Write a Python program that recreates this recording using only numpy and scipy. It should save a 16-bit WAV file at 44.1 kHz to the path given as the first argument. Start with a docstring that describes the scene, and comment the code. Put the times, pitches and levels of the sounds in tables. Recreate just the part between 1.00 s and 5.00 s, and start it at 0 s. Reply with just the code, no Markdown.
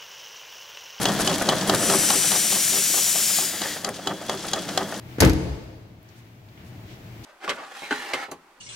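"""Small steam engine in a yard

An engine turns about 4.5 times a second, close by, over a low rumble and a spitting leak.
Each turn brings an impact that excites metal resonances, then a hollow chuff and a softer return puff,
both pulses of turbulent flow. A cock opens and blows a hissing jet for two seconds, slightly to the left."""
import sys
import numpy as np
from scipy import signal
from scipy.fft import rfft, irfft
from scipy.io import wavfile
from scipy.ndimage import uniform_filter1d

SR = 44100
rng = np.random.default_rng(int(sys.argv[2]) if len(sys.argv) > 2 else 0)


def master_out(mix):
    """Clip the mix to full scale and print it as 16-bit PCM to the path in sys.argv[1]."""
    frames = np.transpose(np.atleast_2d(mix))
    ceiling = np.clip(frames, -1, 1)
    pcm = np.round(ceiling * 32767).astype(np.int16)
    wavfile.write(sys.argv[1], SR, pcm)


N = 176400
t = np.arange(N) / SR
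decay_t = t[:SR // 2]  # time axis of impulse responses


def amp(db):
    """Amplitude ratio of a level in decibels."""
    return 10 ** (np.asarray(db) / 20)

def unit(x):
    """Normalisation to rms 1."""
    return x / np.sqrt(np.mean(x ** 2))

def curve(rows):
    """Linear interpolation of (time_s, value) rows."""
    return np.interp(t, *np.array(rows).T)

def gains(points):
    """Magnitude response through (frequency_hz, level_db) points."""
    hz, db = np.array(points, float).T
    return amp(np.interp(np.log(np.fft.rfftfreq(N, 1 / SR) + 1e-9), np.log(hz), db))

def colour(x, points):
    """Zero-phase filtering by a magnitude response."""
    return irfft(rfft(x) * gains(points), N)

def resonate(x, rows):
    """Parallel resonators, given as (pitch_hz, bandwidth_hz, level_db)."""
    return sum(amp(db) * signal.lfilter(*signal.iirpeak(hz, hz / width, SR), x) for hz, width, db in rows)

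def walk(rate_hz):
    """Slow random modulation: smoothed noise of rms 1."""
    span = int(SR / rate_hz)
    return unit(uniform_filter1d(uniform_filter1d(rng.standard_normal(N), span), span))

def swells(times, dbs, rise_s, fall_s):
    """Burst envelopes: Gaussian rise to each peak, then exponential decay."""
    out = np.zeros(N)
    for at, db in zip(times, dbs):
        a, b = np.searchsorted(t, [at - 3 * rise_s, at + 8 * fall_s])
        age = t[a:b] - at
        out[a:b] += amp(db) * np.exp(-np.where(age < 0, (age / rise_s) ** 2, age / fall_s))
    return out

def strike(times, dbs, response):
    """Superposition: each blow launches one copy of an impulse response."""
    blows = np.zeros(N)
    blows[(times * SR).astype(int)] = amp(dbs)
    return signal.fftconvolve(blows, response)[:N]

def droplets(per_s, scatter_db, fall_s):
    """Shot-noise envelope of tiny random bursts, rms 1."""
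    arrivals = rng.random(N) < per_s / SR
    sizes = amp(scatter_db * np.minimum(rng.exponential(size=N), 3))
    return unit(signal.lfilter([1], [1, -np.exp(-1 / (fall_s * SR))], arrivals * sizes))

# stereo width of the engine: frequency_hz, side_to_mid_db
ENGINE_SPREAD = [(100, -12), (1500, -20.5), (2400, -11), (6000, -5.5), (9500, 1), (13000, -8)]
def noise(spread=ENGINE_SPREAD):
    """Partial coherence: the channels share a mid signal and take a side signal in opposite phase."""
    mid, side = rng.standard_normal((2, N))
    side = colour(side, spread)
    return unit(np.array([mid + side, mid - side]))

def turbulence(spectrum, envelope=1, spread=ENGINE_SPREAD):
    """Source and filter: stereo noise, modulated and then spectrally shaped, rms 1."""
    return unit(colour(noise(spread) * envelope, spectrum))


# spectrum of the drone: frequency_hz, level_db
RUMBLE_SPECTRUM = [(44, -63), (56, -11), (68, -23), (95, -7), (150, -3.5), (204, 5), (245, -8), (292, -0.5),
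                   (340, -2.5), (392, -9), (440, -8), (650, -6), (1000, -12.5), (1800, -13), (3000, -32)]
# its envelope: time_s, level_db
RUMBLE_LEVELS = [(0, -26.5), (.6, -28), (.85, -26), (1.1, -32), (1.5, -39), (2.1, -42), (2.6, -40),
                 (3.0, -39), (3.4, -37.5), (3.8, -33.5), (4, -34.5)]
def rumble():
    """Structural vibration: boiler and frame drone as low-frequency noise."""
    return turbulence(RUMBLE_SPECTRUM) * amp(curve(RUMBLE_LEVELS))

# spectrum of the fizz: frequency_hz, level_db
FIZZ_SPECTRUM = [(1000, -8), (2300, 1), (3200, 8), (3900, 5.5), (4900, 5.5), (5500, 4.5), (6800, 3.5),
                 (8000, -1), (11000, -13.5), (15500, -25)]
# spectrum of ticks and spits: frequency_hz, level_db
SPIT_SPECTRUM = [(1000, 3.5), (3000, -3), (5000, -1), (9700, -2.5), (10700, 0.5), (11800, -5.5),
                 (15500, -26)]
# envelope of the leak: time_s, level_db
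LEAK_LEVELS = [(0, -32.5), (.7, -31.5), (1.3, -34), (2.9, -42), (3.25, -42), (3.5, -38), (4, -39)]
def leak():
    """Two-phase flow: droplets modulate the noise of wet steam, so it fizzes and ticks."""
    fizz = turbulence(FIZZ_SPECTRUM, 1 + amp(-2) * droplets(per_s=94, scatter_db=7, fall_s=.0086))
    ticks = turbulence(SPIT_SPECTRUM, droplets(per_s=110, scatter_db=3, fall_s=.0015))
    return (fizz + amp(-6) * ticks) * amp(curve(LEAK_LEVELS))

# spurts of wet steam: start_s, length_s, level_db
SPITS = [(0.01, 0.022, -25), (0.191, 0.027, -22.5), (0.246, 0.022, -26.5), (0.418, 0.0054, -25),
         (0.668, 0.021, -27.5), (0.746, 0.0051, -20), (2.889, 0.0046, -30.5), (3.466, 0.021, -35.5)]
def spits():
    """Intermittent flow: dense spray starts abruptly, holds and decays."""
    rise_s, fall_s = .00053, .0068
    gate = sum(amp(db) * np.clip((t - at) / rise_s, 0, 1) * np.exp(-np.maximum(t - at - length, 0) / fall_s)
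               for at, length, db in SPITS)
    return gate * turbulence(SPIT_SPECTRUM, droplets(per_s=700, scatter_db=2.5, fall_s=.0036))

# one knock and chuff a turn: knock_s, thud_db, clack_db, ring_db, chuff_db
TURNS = [(.055, -8, -13.5, -30, -25), (.275, -7.5, -11.5, -30, -25.5), (.489, -5.5, -13, -27.5, -21.5),
         (.697, -4, -12, -41, -21.5), (.900, -4, -16.5, -35, -23), (1.103, -7.5, -16.5, -37, -27.5),
         (1.318, -14, -18, -40, -30.5), (1.525, -18, -32, -45, -33.5), (1.733, -18.5, -32, -50, -32.5),
         (1.943, -18, -35, -46, -33), (2.156, -16.5, -30, -42, -36.5), (2.387, -16.5, -28, -36, -36.5),
         (2.618, -14, -21.5, -50, -31.5), (2.847, -16.5, -17.5, -41, -29), (3.073, -10, -19.5, -35, -28.5),
         (3.296, -10.5, -20.5, -36, -31.5), (3.534, -11, -15.5, -30.5, -30), (3.776, -8, -13, -37, -28.5)]
knock_s, thud_db, clack_db, ring_db, chuff_db = np.array(TURNS).T
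KNOCK_RISE_S, CLACK_LAG_S = .0015, .00047
# modes of the frame: pitch_hz, bandwidth_hz, level_db
FRAME_MODES = [(694, 48, -17.5), (757, 46, -12), (1310, 320, -20.5), (1670, 790, -23)]
def thud():
    """Impact excitation: each knock sounds the frame's damped modes, with a burst of noise."""
    frame = sum(amp(db) * np.sin(2 * np.pi * hz * decay_t) * np.exp(-np.pi * width * decay_t)
                for hz, width, db in FRAME_MODES)
    frame = signal.lfilter(*signal.butter(2, 254, "high", fs=SR), frame)
    grit = turbulence(CHUFF_SPECTRUM) * swells(knock_s, thud_db, KNOCK_RISE_S, fall_s=.0064)
    return strike(knock_s, thud_db, frame) + .24 * grit

# modes of the linkage: pitch_hz, bandwidth_hz, initial_db, final_db
LINKAGE_MODES = [(1810, 760, -3, -3), (3020, 160, 14, 10), (3250, 80, 1, 11), (3910, 600, 5.5, 8),
                 (4670, 540, 1, 4), (6070, 250, 3.5, 8), (11200, 1400, -12, -10)]
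MOVE_S = 1.9  # the modes change balance as the microphone moves along the engine
def clack():
    """Backlash: play in the linkage closes once a turn, and the rattle excites its resonances."""
    drift_per_s, scatter = .012, .01  # fractions of pitch
    grit = noise()
    out = np.zeros((2, N))
    for at, db in zip(knock_s, clack_db):
        tuning = 1 + drift_per_s * at + scatter * rng.standard_normal(len(LINKAGE_MODES))
        modes = [(hz * ratio, width, np.interp(at, [0, MOVE_S], dbs))
                 for (hz, width, *dbs), ratio in zip(LINKAGE_MODES, tuning)]
        near = abs(t - at) < .05
        burst = swells([at + CLACK_LAG_S], [db], KNOCK_RISE_S, fall_s=.0037)[near]
        out[:, near] += resonate(grit[:, near] * burst, modes) / resonate(grit[:, near], modes).std()
    return signal.lfilter(*signal.butter(2, 10200, fs=SR), out)

# modes of a metal part: pitch_hz, t60_s, level_db
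RING_MODES = [(3344, 0.24, 1), (3050, 0.071, -1)]
def ring():
    """Free vibration: a struck metal part rings thinly, its level flickering."""
    metal = sum(amp(db) * np.sin(2 * np.pi * hz * decay_t) * np.exp(-np.log(1000) * decay_t / t60)
                for hz, t60, db in RING_MODES)
    return strike(knock_s + CLACK_LAG_S, ring_db, metal) * amp(3 * walk(150))

def singing():
    """Frictional excitation: the same part rubs under load, and its tone flares around each knock."""
    flicker = amp(3 * walk(60))
    pitch_hz = RING_MODES[0][0] + 45 * walk(200)
    tone = np.sin(2 * np.pi * np.cumsum(pitch_hz) / SR)
    return flicker * tone * swells(knock_s, ring_db - 7, rise_s=.041, fall_s=.087)

# hollow spectrum of the chuff, also of the thud's grit: frequency_hz, level_db
CHUFF_SPECTRUM = [(200, -16), (450, -0.5), (640, 8), (800, 4.5), (1020, 1), (1230, 5), (1450, -3.5),
                  (1850, -0.5), (2300, -14), (15000, -56)]
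# spectrum of the chuff's boom: frequency_hz, level_db
BOOM_SPECTRUM = [(35, -47), (110, -9.5), (205, -2.5), (250, -11), (310, 2), (345, -15), (390, 8.5),
                 (440, -18.5), (510, -2), (2000, -42)]
CHUFF_LAG_S, BOOM_DB_PER_DB = .047, 1.09  # hard strokes boom more
def exhaust():
    """Pulsed turbulent flow: a low gulp as the valve opens, a rush, then the chuff and its boom."""
    gulp = swells(knock_s, chuff_db - 6.5, rise_s=.014, fall_s=.015)
    rush = swells(knock_s + .012, chuff_db - 10, rise_s=.0081, fall_s=.011)
    chuff = swells(knock_s + CHUFF_LAG_S, chuff_db, rise_s=.023, fall_s=.007)
    boom_db = chuff_db.mean() + BOOM_DB_PER_DB * (chuff_db - chuff_db.mean()) - 3.5
    boom = swells(knock_s + CHUFF_LAG_S + .013, boom_db, rise_s=.045, fall_s=.025)
    hollow = turbulence(CHUFF_SPECTRUM) * (rush + chuff + gulp / 2) * amp(.93 * walk(170))
    return hollow + turbulence(BOOM_SPECTRUM) * (boom + gulp)

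# return strokes: peak_s, level_db
RETURN_STROKES = [(0.198, -23.5), (0.414, -20.5), (0.623, -26.5), (0.827, -24), (1.034, -27.5),
                  (1.245, -28.5), (1.45, -34), (2.08, -39), (2.301, -31), (2.536, -34), (2.763, -31),
                  (2.992, -35), (3.215, -32.5), (3.447, -29), (3.689, -27), (3.925, -27.5)]
# spectrum of their puff: frequency_hz, level_db
PUFF_SPECTRUM = [(100, -31), (300, 1), (700, 13.5), (1000, -2), (1300, 8.5), (1850, 1.5), (2400, -8),
                 (5000, -16), (15000, -31)]
def return_puffs():
    """Transient flow noise: the return stroke releases a short puff."""
    return turbulence(PUFF_SPECTRUM) * swells(*np.array(RETURN_STROKES).T, rise_s=.002, fall_s=.015)

# spectrum of the opening jet: frequency_hz, level_db
JET_EARLY = [(200, -66), (1500, -6), (2600, -4), (5000, -3.5), (5900, -1.5), (6600, -4.5), (9000, -2.5),
             (12000, -7.5), (15500, -21)]
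# spectrum of the broadened jet: frequency_hz, level_db
JET_LATE = [(200, -43), (1500, -11), (2500, -6), (4300, -4), (5400, -3), (7000, -1), (8700, -5),
            (13000, -6), (15500, -11)]
# stereo width of the jet: frequency_hz, side_to_mid_db
JET_SPREAD = [(2000, -54), (4000, -22), (7500, -2.5), (9500, -5.5), (11500, -13), (15000, -14)]
# envelope of the steam flow: time_s, level_db
JET_LEVELS = [(.7, -44), (.8, -27.5), (.83, -24), (1.05, -21), (1.4, -21), (2.1, -20), (2.39, -20.5),
              (2.47, -25.5), (2.54, -31), (2.74, -34), (2.82, -44), (2.92, -62)]
# steady peaks that colour the steam hiss: pitch_hz, half_width_hz, boost_db
JET_PEAKS = [(3060, 94, 3), (4880, 63, 4), (9040, 230, 8), (10130, 190, 7), (10920, 260, 5.5),
             (12040, 260, 5.5)]
# three gliding peaks: time_s, low_hz, middle_hz, high_hz
GLIDE_PITCHES = [(1.0, 5900, 7250, 8070), (1.35, 5860, 7200, 8260), (1.75, 5720, 6980, 8250),
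                 (2.08, 5750, 7070, 8000), (2.28, 5300, 7200, 8250), (2.6, 4770, 6900, 8180)]
# their shapes, low to high: half_width_hz, boost_db
GLIDE_SHAPES = [(300, 7.5), (360, 8.5), (280, 9.5)]
def jet():
    """Jet noise: turbulent steam hisses, coloured by spectral peaks that flatten as it broadens."""
    broadened = curve([(1, 0), (2.06, 1)])
    hiss = np.sqrt(1 - broadened) * turbulence(JET_EARLY, spread=JET_SPREAD)
    hiss += np.sqrt(broadened) * turbulence(JET_LATE, spread=JET_SPREAD)
    bin_hz, frame_s, spectra = signal.stft(hiss, SR, nperseg=1024)
    at, *glides = np.array(GLIDE_PITCHES).T
    peaks = JET_PEAKS + [(np.interp(frame_s, at, hz), *shape) for hz, shape in zip(glides, GLIDE_SHAPES)]
    boost_db = sum(db * np.exp(-((bin_hz[:, None] - hz) / width) ** 2) for hz, width, db in peaks)
    boost_db *= 1 - .21 * np.interp(frame_s, t, broadened)
    steam = signal.istft(spectra * amp(boost_db), SR)[1][:, :N]
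    flutter_db = .52 * walk(35)
    return unit(steam) * amp(curve(JET_LEVELS) + flutter_db)

# resonances of the closing cock: pitch_hz, bandwidth_hz, level_db
CLOSING_MODES = [(1880, 380, 7.1), (3300, 1200, 2.3), (4720, 150, 3.2)]
def closing_cock():
    """Resonant filtering: the hiss turns hollow as the cock closes."""
    hollow = unit(resonate(noise(JET_SPREAD), CLOSING_MODES))
    return hollow * swells(times=[2.72], dbs=[-32.5], rise_s=.3, fall_s=.04)

YARD_T60_S, FIRST_ECHO_S = .3, .004
def yard(x):
    """Reverberation: short scattered echoes from boiler, barrel and ground join the direct sound."""
    decay = np.exp(-np.log(1000) * decay_t / YARD_T60_S) * (decay_t > FIRST_ECHO_S)
    tail = rng.standard_normal((2, len(decay_t))) * decay
    tail = tail + 2.8 * tail[::-1]  # the channels share part of their echoes
    tail = signal.lfilter(*signal.butter(1, 4000, fs=SR), tail)
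    tail /= np.sqrt(np.sum(tail ** 2, axis=1, keepdims=True))
    return x + amp(-9) / 2 * signal.fftconvolve(x, tail, axes=1)[:, :N]

def scene():
    """Superposition of engine and escaping steam; only the knocks reverberate."""
    engine = yard(clack() + thud() + ring()) + singing() + exhaust() + return_puffs() + rumble()
    return engine + leak() + spits() + jet() + closing_cock()

# level difference at the microphone: frequency_hz, left_minus_right_db
MIC_BALANCE = [(60, -4), (250, 1.2), (1500, 0.5), (3500, 0.5), (6000, 3), (7200, 3), (8800, 10.5),
               (10300, 9.5), (12000, 5.5), (15000, 1.5)]
# phase difference: frequency_hz, left_lead_rad
MIC_LEAD = [(1600, 0), (4500, 0.45), (6500, 0.39), (8200, 1.3), (9500, 1.25), (11000, 0)]
TOP_HZ = 15850
def record(dry):
    """Stereo localisation: treble reaches the left capsule earlier and stronger; a low-pass cuts the top."""
    lead_rad = np.interp(np.fft.rfftfreq(N, 1 / SR), *np.array(MIC_LEAD).T)
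    half_lead = np.exp(.5j * lead_rad)
    balance = gains(MIC_BALANCE)
    capsules = np.array([balance * half_lead, 1 / half_lead]) * 2 / (1 + balance)
    stereo = irfft(rfft(dry) * capsules, N)
    return signal.sosfilt(signal.ellip(12, .2, 80, TOP_HZ, fs=SR, output="sos"), stereo)


dry = scene()
out = record(dry)
master_out(out)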